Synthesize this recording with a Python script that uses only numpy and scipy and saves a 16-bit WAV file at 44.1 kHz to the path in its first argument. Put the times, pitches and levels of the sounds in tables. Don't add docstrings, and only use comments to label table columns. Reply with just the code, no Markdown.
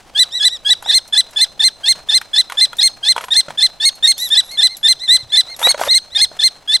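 import sys
import numpy as np
from scipy import signal
from scipy.fft import rfft, irfft
from scipy.io import wavfile
from scipy.ndimage import uniform_filter1d, minimum_filter1d

SR = 44100
rng = np.random.default_rng(int(sys.argv[2]) if len(sys.argv) > 2 else 0)


def generate_wav(signal):
    frames = np.transpose(np.atleast_2d(signal))
    scaled = np.clip(frames, -1, 1) * 32767
    pcm = np.round(scaled).astype(np.int16)
    wavfile.write(sys.argv[1], SR, pcm)


N = 299880
TOP_HZ = 16000

# freq_hz, gain_db
BREATH_SPECTRUM = [(500, -41), (1900, -12), (2600, -37), (3400, 0), (4300, -10), (5600, 1.5), (7000, -16),
                   (8600, 4), (10200, -7), (11400, -22), (14500, -19), (16000, -36.5)]
# freq_hz, gain_db, t60_s
METAL_MODES = [(5830, -4, 0.037), (7500, -4, 0.072), (9360, -5, 0.049), (10900, -10, 0.07),
               (11290, 5, 0.05), (11310, 0.5, 0.13), (13660, -13, .04)]


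def undb(db):
    return 10 ** (np.asarray(db) / 20)


def unit(x):
    return x / np.sqrt(np.mean(x ** 2) + 1e-18)


def gain_at(hz, spectrum):
    freq_hz, gain_db = np.transpose(spectrum)
    return undb(np.interp(np.log(np.maximum(hz, 1)), np.log(freq_hz), gain_db))


def colour(x, spectrum):
    return unit(irfft(rfft(x) * gain_at(np.fft.rfftfreq(len(x), 1 / SR), spectrum), len(x)))


def coloured_noise(size, spectrum):
    return colour(rng.standard_normal(size), spectrum)


def wobble(size, hz):
    padded = size + SR // 10
    freq_hz = np.fft.rfftfreq(padded, 1 / SR)
    return unit(irfft(rfft(rng.standard_normal(padded)) / (1 + (freq_hz / hz) ** 4)))[:size]


def add(track, start_s, sound):
    i = max(int(start_s * SR), 0)
    track[i:i + len(sound)] += sound[:max(N - i, 0)]


def ring(t, modes, scatter_db):
    out = 0
    for hz, db, t60_s in modes:
        weight = undb(db + scatter_db * rng.standard_normal()) * rng.choice([-1, 1])
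        out = out + weight * np.sin(2 * np.pi * hz * t) * undb(-60 * t / t60_s)
    return out


def partials(hz, phase, orders, throat, treble_db=0, flutter_db=1.5):
    out = 0
    for k in orders:
        db = treble_db * (k > 2) + flutter_db * (k != 2) * wobble(len(hz), 88)
        out = out + gain_at(k * hz, throat) * undb(db) * (k * hz < TOP_HZ) * np.sin(k * phase)
    return np.sqrt(2) * out


def cry(start_s, open_s, rasp_s, whistle_s, open_hz, top_hz, open_db, treble_db, rough):
    # freq_hz, gain_db
    clear_throat = [(1100, 10), (1750, -17), (2150, -17), (2600, -13), (3300, 5), (4300, -1), (5000, -15),
                    (6000, -24.5), (6400, -21.5), (7200, -18), (8450, -15.5), (9100, -17.5), (10400, -27.5),
                    (12500, -36), (15000, -41)]
    # freq_hz, gain_db
    rasp_throat = [(850, -22.5), (1700, -16.5), (2600, -17), (3350, -2), (4250, -0.5), (5100, -9),
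                   (6000, -18.5), (7000, -23), (8600, -34), (10000, -34), (12000, -44), (15000, -50)]
    whistle_db, fall_s, fall_rough = -7.5, .015, .66
    break_s, leap_s, release_s = start_s + np.cumsum([open_s, rasp_s, whistle_s])
    t = np.arange(start_s, release_s + fall_s, 1 / SR)
    start_hz, end_hz = min(.93 * open_hz, 1750), .96 * top_hz
    rasp_hz = top_hz * (.955 - .145 * rough)
    rasp_db = whistle_db - 6.5 * min(rough / .37, 1)
    # time_s, pitch_hz, level_db, rasp_share
    knots_s, *curves = np.transpose([
        (start_s, start_hz, open_db - 18.5, 0),
        (start_s + .155 * open_s, .8 * start_hz + .2 * open_hz, open_db - 10.5, 0),
        (start_s + .6 * open_s, open_hz, open_db - .5, 0),
        (break_s - .001, open_hz, open_db - .5, 0),
        (break_s + .0041, .97 * rasp_hz, rasp_db - 4.5 * rough, rough),
        (break_s + .462 * rasp_s, 1.008 * rasp_hz, rasp_db, rough),
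        (leap_s - .106 * rasp_s, .8 * rasp_hz + .2 * top_hz, whistle_db - 5.27 * rough, .25 * rough),
        (leap_s + .021 * whistle_s, .96 * top_hz, whistle_db, 0),
        (leap_s + .18 * whistle_s, top_hz, whistle_db, 0),
        (leap_s + .51 * whistle_s, top_hz, whistle_db, 0),
        (leap_s + .792 * whistle_s, .65 * top_hz + .35 * end_hz, whistle_db - .7, 0),
        (release_s - .0005, end_hz, whistle_db - 3, 0),
        (release_s + .188 * fall_s, .875 * end_hz, whistle_db - 12.5, fall_rough),
        (release_s + .642 * fall_s, .76 * end_hz, whistle_db - 20, fall_rough),
        (release_s + fall_s, .594 * end_hz, whistle_db - 43, fall_rough)])
    hz, db, hoarse = (np.interp(t, knots_s, curve) for curve in curves)
    hoarse = np.clip(hoarse, 0, 1)
    whistling = np.interp(t, [leap_s - .008, leap_s, release_s, release_s + .0045], [0, 1, 1, 0])
    waver = .003 * wobble(len(t), 150) + .008 * hoarse * wobble(len(t), 300)
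    jitter_rad = (.017 + .035 * hoarse) * wobble(len(t), 900)
    phase = 2 * np.pi * np.cumsum(hz * (1 + waver)) / SR + jitter_rad
    clear = partials(hz, phase, range(1, 9), clear_throat, whistling * treble_db - 3, flutter_db=1.9)
    slip_rad = .18 * wobble(len(t), 250)
    harmonics = partials(hz, phase, range(1, 9), rasp_throat, flutter_db=5.5)
    half_orders = partials(hz, phase + slip_rad, np.arange(9) + .5, rasp_throat, flutter_db=4.5)
    voice = (1 - hoarse) * clear + .74 * hoarse * (harmonics + .67 * half_orders)
    shimmer = 1 + (.025 + .17 * hoarse) * wobble(len(t), 500)
    falling = t > release_s
    turbulence = undb(-27.5) + undb(-37) * whistling + undb(-20.5) * hoarse + undb(-13.5) * falling
    hiss = coloured_noise(len(t), BREATH_SPECTRUM) * turbulence
    return undb(db) * (voice * shimmer + hiss)


def peep(length_s, crest_hz, level_db):
    # freq_hz, gain_db
    soft_throat = [(1500, -29.5), (2100, -12), (3200, -1), (4000, 2.5), (4500, -5.5), (5200, -5),
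                   (6200, -22), (7200, -11.5), (8300, -22), (10400, -26.5), (14500, -45)]
    rise_s, fall_s = .6 * length_s, .4 * length_s
    t = np.arange(-rise_s, fall_s, 1 / SR)
    slack = np.maximum(-t / rise_s, t / fall_s)
    hz = crest_hz * (1 - .21 * slack ** 2 - .0833 * slack ** 8)
    phase = 2 * np.pi * np.cumsum(hz * (1 + .01 * wobble(len(t), 200))) / SR
    hiss = undb(-24) * coloured_noise(len(t), BREATH_SPECTRUM)
    voice = partials(hz, phase, range(1, 8), soft_throat) + hiss
    return voice * undb(level_db - 15.5 * slack ** 1.5 + 1.8 * wobble(len(t), 180)) * (1 - slack ** 5)


def chicks():
    # start_s, open_s, rasp_s, whistle_s, open_hz, top_hz, open_db, treble_db, roughness
    cries = [(.148, 0.022, .026, 0.037, 1660, 2006, -18.5, 6.5, 0.62),
             (0.396, 0.025, 0.032, 0.029, 1692, 2005, -16.5, 7, 0.75),
             (0.648, 0.03, 0.029, 0.025, 1675, 1974, -16, 4.5, 0.66),
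             (0.886, 0.025, .034, 0.03717, 1860, 2105, -10, 10, 1),
             (1.125, 0.019, 0.034, .029, 1768, 2039, -13, 7.5, 0.87),
             (1.36, 0.02, .036, 0.02654, 1760, 2080, -14.5, 8, 0.87),
             (1.594, 0.02, .028, .04, 1810, 2093, -11.5, 8, 0.89),
             (1.833, 0.02, 0.033, 0.037, 1647, 2113, -21.5, 9, 0.9),
             (2.087, 0.018, 0.041, 0.032, 1824, 2090, -12, 7.5, 0.89),
             (2.332, 0.016, 0.037, 0.026, 1758, 2042, -15.5, 4.5, 0.77),
             (2.571, 0.025, 0.017, .039, 1778, 2070, -13.5, 4.5, 0.87),
             (2.785, 0.019, 0.026, 0.047, 1904, 2130, -10.5, 10.5, 1.23),
             (3.028, 0.015, 0.045, .034, 1637, 2090, -21, 5.5, 0.93),
             (3.306, .029, 0.032, 0.039, 1875, 2100, -11, 8.5, 0.99),
             (3.575, 0.023, 0.03, 0.036, 1782, 2073, -15, 4, 0.9),
             (3.8, 0.012, 0.042, 0.036, 1750, 2160, -19.5, 11, 0.87),
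             (4.026, 0.0338, .016, 0.043, 1879, 2130, -7.5, 10, 0.83),
             (4.303, .041, .031, .028, 1817, 2000, -11, 4.5, 0.76),
             (4.573, 0.034, 0.025, 0.039, 1808, 2045, -12, 5.5, 0.9),
             (4.83, .041, 0.01405, 0.041, 1815, 2077, -9.5, 8.5, 0.84),
             (5.078, 0.026, 0.025, 0.037, 1824, 2060, -10, 8, 0.01),
             (5.32, 0.034, 0.019, 0.036, 1787, 2034, -12, 5, 0.78),
             (5.628, 0.04134, 0.022, 0.026, 1947, 2186, -8.5, 12.5, 0.41),
             (5.883, 0.05, .016, 0.031, 2102, 2115, -7, 9, .3),
             (6.149, 0.024, 0.043, 0.03127, 1848, 2124, -11.5, 9, 1.21),
             (6.39, 0.015, 0.033, 0.04, 1795, 2110, -15, 7, 1.05),
             (6.676, 0.039, 0.028, 0.02, 1744, 2070, -16, 4.5, 0.7)]
    # start_s, length_s, crest_hz, level_db
    peeps = [(0.304, 0.11, 1986, -20.5), (0.479, 0.1, 1962, -24.5), (0.836, 0.13, 2015, -21.5),
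             (4.164, 0.13, 1998, -20.5), (4.474, .113, 2154, -28), (4.651, 0.12, 2110, -28.5),
             (4.987, 0.098, 2057, -23), (5.145, 0.098, 2080, -29), (5.286, 0.12, 2184, -26.5),
             (5.454, 0.11, 2134, -28), (6.097, 0.13, 2134, -29)]
    out = np.zeros(N)
    for start_s, *shape in cries:
        add(out, start_s, cry(start_s, *shape))
    for start_s, *shape in peeps:
        add(out, start_s, peep(*shape))
    return out


def box_knocks():
    # start_s, level_db, wall_hz, crack_re_body_db
    blows = [(.825, -22, 830, -11), (.86, -20.5, 820, -12), (2.2132, -22.5, 1500, 1),
             (2.498, -22.5, 1436, 0), (2.521, -20.5, 1200, 1.5), (2.73, -23, 1395, -4.5),
             (3.163, -7.5, 944, -13), (3.179, -11.5, 934, -2.5), (3.209, -22.5, 920, -1.5),
             (3.239, -20, 1000, -1), (3.283, -22.5, 1027, -6), (3.483, -20.5, 588, -4.5),
             (3.505, -18, 870, -8.5), (5.615, -13.5, 870, -9.5), (5.627, -14, 1310, -6),
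             (5.67, -7, 538, -1.5), (5.706, -14.5, 1230, -4.5), (5.744, -10.5, 585, -11),
             (5.796, -11, 820, -28.5), (5.813, -3.5, 703, -11), (5.835, -14.5, 1170, -3.5),
             (5.874, -12.5, 540, -7), (6.315, -23, 640, -27.5)]
    # freq_hz, gain_db, t60_s
    box_modes = [(482, -12, 0.028), (660, -16, 0.022), (952, -12, 0.061), (1465, -2, 0.017),
                 (2310, -21, 0.023), (3320, -2, 0.036)]
    # freq_hz, gain_db
    crack_spectrum = [(60, -38), (330, -53), (620, 3), (1400, 4), (3000, -3.5), (4500, -13.5),
                      (9000, -11.5), (15000, -50)]
    out, t = np.zeros(N), np.arange(SR // 8) / SR
    attack = 1 - np.exp(-t / .00077)
    crack_decay = np.exp(-t / .0036) + .072 * np.exp(-t / .022)
    for start_s, level_db, wall_hz, crack_db in blows:
        modes = [(hz, db - 7 * abs(np.log2(hz / wall_hz)), t60_s) for hz, db, t60_s in box_modes]
        wall = np.sin(2 * np.pi * wall_hz * t) * np.exp(-t / .0033)
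        body = wall + ring(t, modes, scatter_db=-1.5)
        spectrum = [(hz * (wall_hz / 850) ** .5, db) for hz, db in crack_spectrum]
        crack = undb(crack_db) * coloured_noise(len(t), spectrum) * crack_decay
        add(out, start_s, undb(level_db + 2.5) * attack * (body / np.abs(body).max() + crack))
    return out


def clinks():
    # start_s, level_db
    strikes = [(.825, -25), (1.077, -26.5), (1.3091, -30), (2.521, -22), (2.7683, -21), (3.1646, -24),
               (3.212, -25), (3.244, -22.5), (3.954, -28), (4.1804, -13.5), (4.2118, -19), (4.247, -22.5),
               (4.289, -15), (4.515, -19), (4.7685, -18.5), (5.5638, -20), (5.593, -15), (5.8062, -14),
               (5.8495, -16)]
    out, t = np.zeros(N), np.arange(SR // 5) / SR
    tick_decay = np.exp(-t / .0059) + .15 * np.exp(-t / .038)
    for start_s, level_db in strikes:
        tick = coloured_noise(len(t), [(1000, -17), (4500, 0), (10000, 1), (15000, -13)]) * tick_decay
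        metal = ring(t, METAL_MODES, scatter_db=4)
        add(out, start_s, undb(level_db) * (.23 * tick + .085 * metal))
    return out


def jingles():
    # start_s, end_s, level_db
    slides = [(4.168, 4.28, -37), (4.415, 4.556, -54.5), (5.591, 5.68, -37), (5.799, 5.875, -44)]
    out, t = np.zeros(N), np.arange(SR // 10) / SR
    for start_s, end_s, level_db in slides:
        size = max(int((end_s - start_s) * SR), 100)
        contacts = rng.standard_normal(size) * (rng.random(size) < .03) * np.hanning(size) ** .5
        ringing = signal.fftconvolve(contacts, ring(t, METAL_MODES, scatter_db=5))
        scrape = colour(contacts, [(2000, -20), (6000, -4), (10500, 0), (13000, -18.5), (16000, -16)])
        add(out, start_s, undb(level_db + 3.5) * unit(ringing))
        add(out, start_s, undb(level_db + 2.5) * scrape)
    return out


def rustle(attack_s=.0072, release_s=.028):
    # start_s, length_s, level_db
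    bouts = [(0.838, 0.059, -42), (1.958, 0.024, -39), (2.51, 0.057, -44.5), (3.18, .12, -42.5),
             (3.491, 0.021, -34.5), (5.593, 0.1, -31.5), (5.781, 0.087, -29), (6.32, 0.057, -45)]
    # freq_hz, gain_db
    rustle_spectrum = [(100, -13.5), (330, -19), (550, 3.5), (850, 0.5), (1300, -2), (2500, -7.5),
                       (5000, -10.5), (10000, -17), (15000, -31)]
    t = np.arange(N) / SR
    effort = undb(-50)
    for start_s, length_s, level_db in bouts:
        attack = np.clip(1 + (t - start_s) / attack_s, 0, 1)
        release = np.exp(-np.maximum(t - start_s - length_s, 0) / release_s)
        effort = np.maximum(effort, undb(level_db) * attack * release)
    grains = rng.standard_normal(N) * undb(2 * rng.exponential(size=N)) * (rng.random(N) < .3)
    return colour(grains, rustle_spectrum) * effort * undb(3.84 * wobble(N, 49) + .5)


def ground_bumps():
    # start_s, level_db, pitch_hz
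    thuds = [(1.952, -50.5, 216), (3.483, -43, 193), (5.079, -48, 60.3), (5.14, -45, 50.4),
             (5.228, -45.5, 94.6), (6.121, -54, 69.5), (6.208, -46.5, 73.6)]
    out, t = np.zeros(N), np.arange(SR // 4) / SR
    envelope = (1 - np.exp(-t / .001)) * np.exp(-t / .04)
    for start_s, level_db, hz in thuds:
        spectrum = [(hz / 4, -14), (hz, 0), (2 * hz, -10), (4 * hz, -45), (12 * hz, -80)]
        add(out, start_s, undb(level_db + 4) * coloured_noise(len(t), spectrum) * envelope)
    return out


def foliage_scatter(x, t60_s=.33, wet_db=-29, side_db=-17):
    spectrum = [(300, -45), (3400, -1), (4200, 1.5), (4800, 7), (6200, 3.5), (8000, -6), (15000, -3.5)]
    t = np.arange(SR) / SR
    envelope = undb(-60 * t / t60_s) * (1 - np.exp(-t / .026))
    tails = [coloured_noise(SR, spectrum) * envelope for _ in range(2)]
    mid, side = (signal.fftconvolve(x, unit(tail) / np.sqrt(SR))[:N] for tail in tails)
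    return undb(wet_db) * (mid + undb(side_db) * side * np.array([[1], [-1]]))


def open_air(mid_db=-51, side_db=-54):
    # freq_hz, gain_db
    mid_spectrum = [(25, 1.5), (60, -2.5), (125, -3.5), (250, -6), (500, -8), (800, -4.5), (1400, -24),
                    (3000, -16.5), (8000, -26.5), (15000, -42)]
    side_spectrum = [(30, -5), (100, -9.5), (250, -10), (1000, -27), (14000, -28)]
    mid = coloured_noise(N, mid_spectrum) * undb(wobble(N, 3.1))
    side = coloured_noise(N, side_spectrum) * undb(2.1 * wobble(N, 1.1))
    return undb(mid_db) * mid + undb(side_db) * side * np.array([[1], [-1]])


def scene():
    birds = chicks()
    things = box_knocks() + clinks() + jingles() + rustle() + ground_bumps()
    pan = undb([[-.25], [.25]])
    return birds * pan + things + foliage_scatter(birds + things) + open_air()


def record(dry, ceiling=.82):
    peaks = -minimum_filter1d(-np.abs(dry).max(axis=0), SR // 500)
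    gain = np.minimum(1, ceiling / (uniform_filter1d(peaks, SR // 200) + 1e-9))
    lowpass = signal.ellip(10, .1, 80, TOP_HZ, fs=SR, output="sos")
    return signal.sosfilt(lowpass, np.clip(dry * gain, -1, 1))


dry = scene()
out = record(dry)
generate_wav(out)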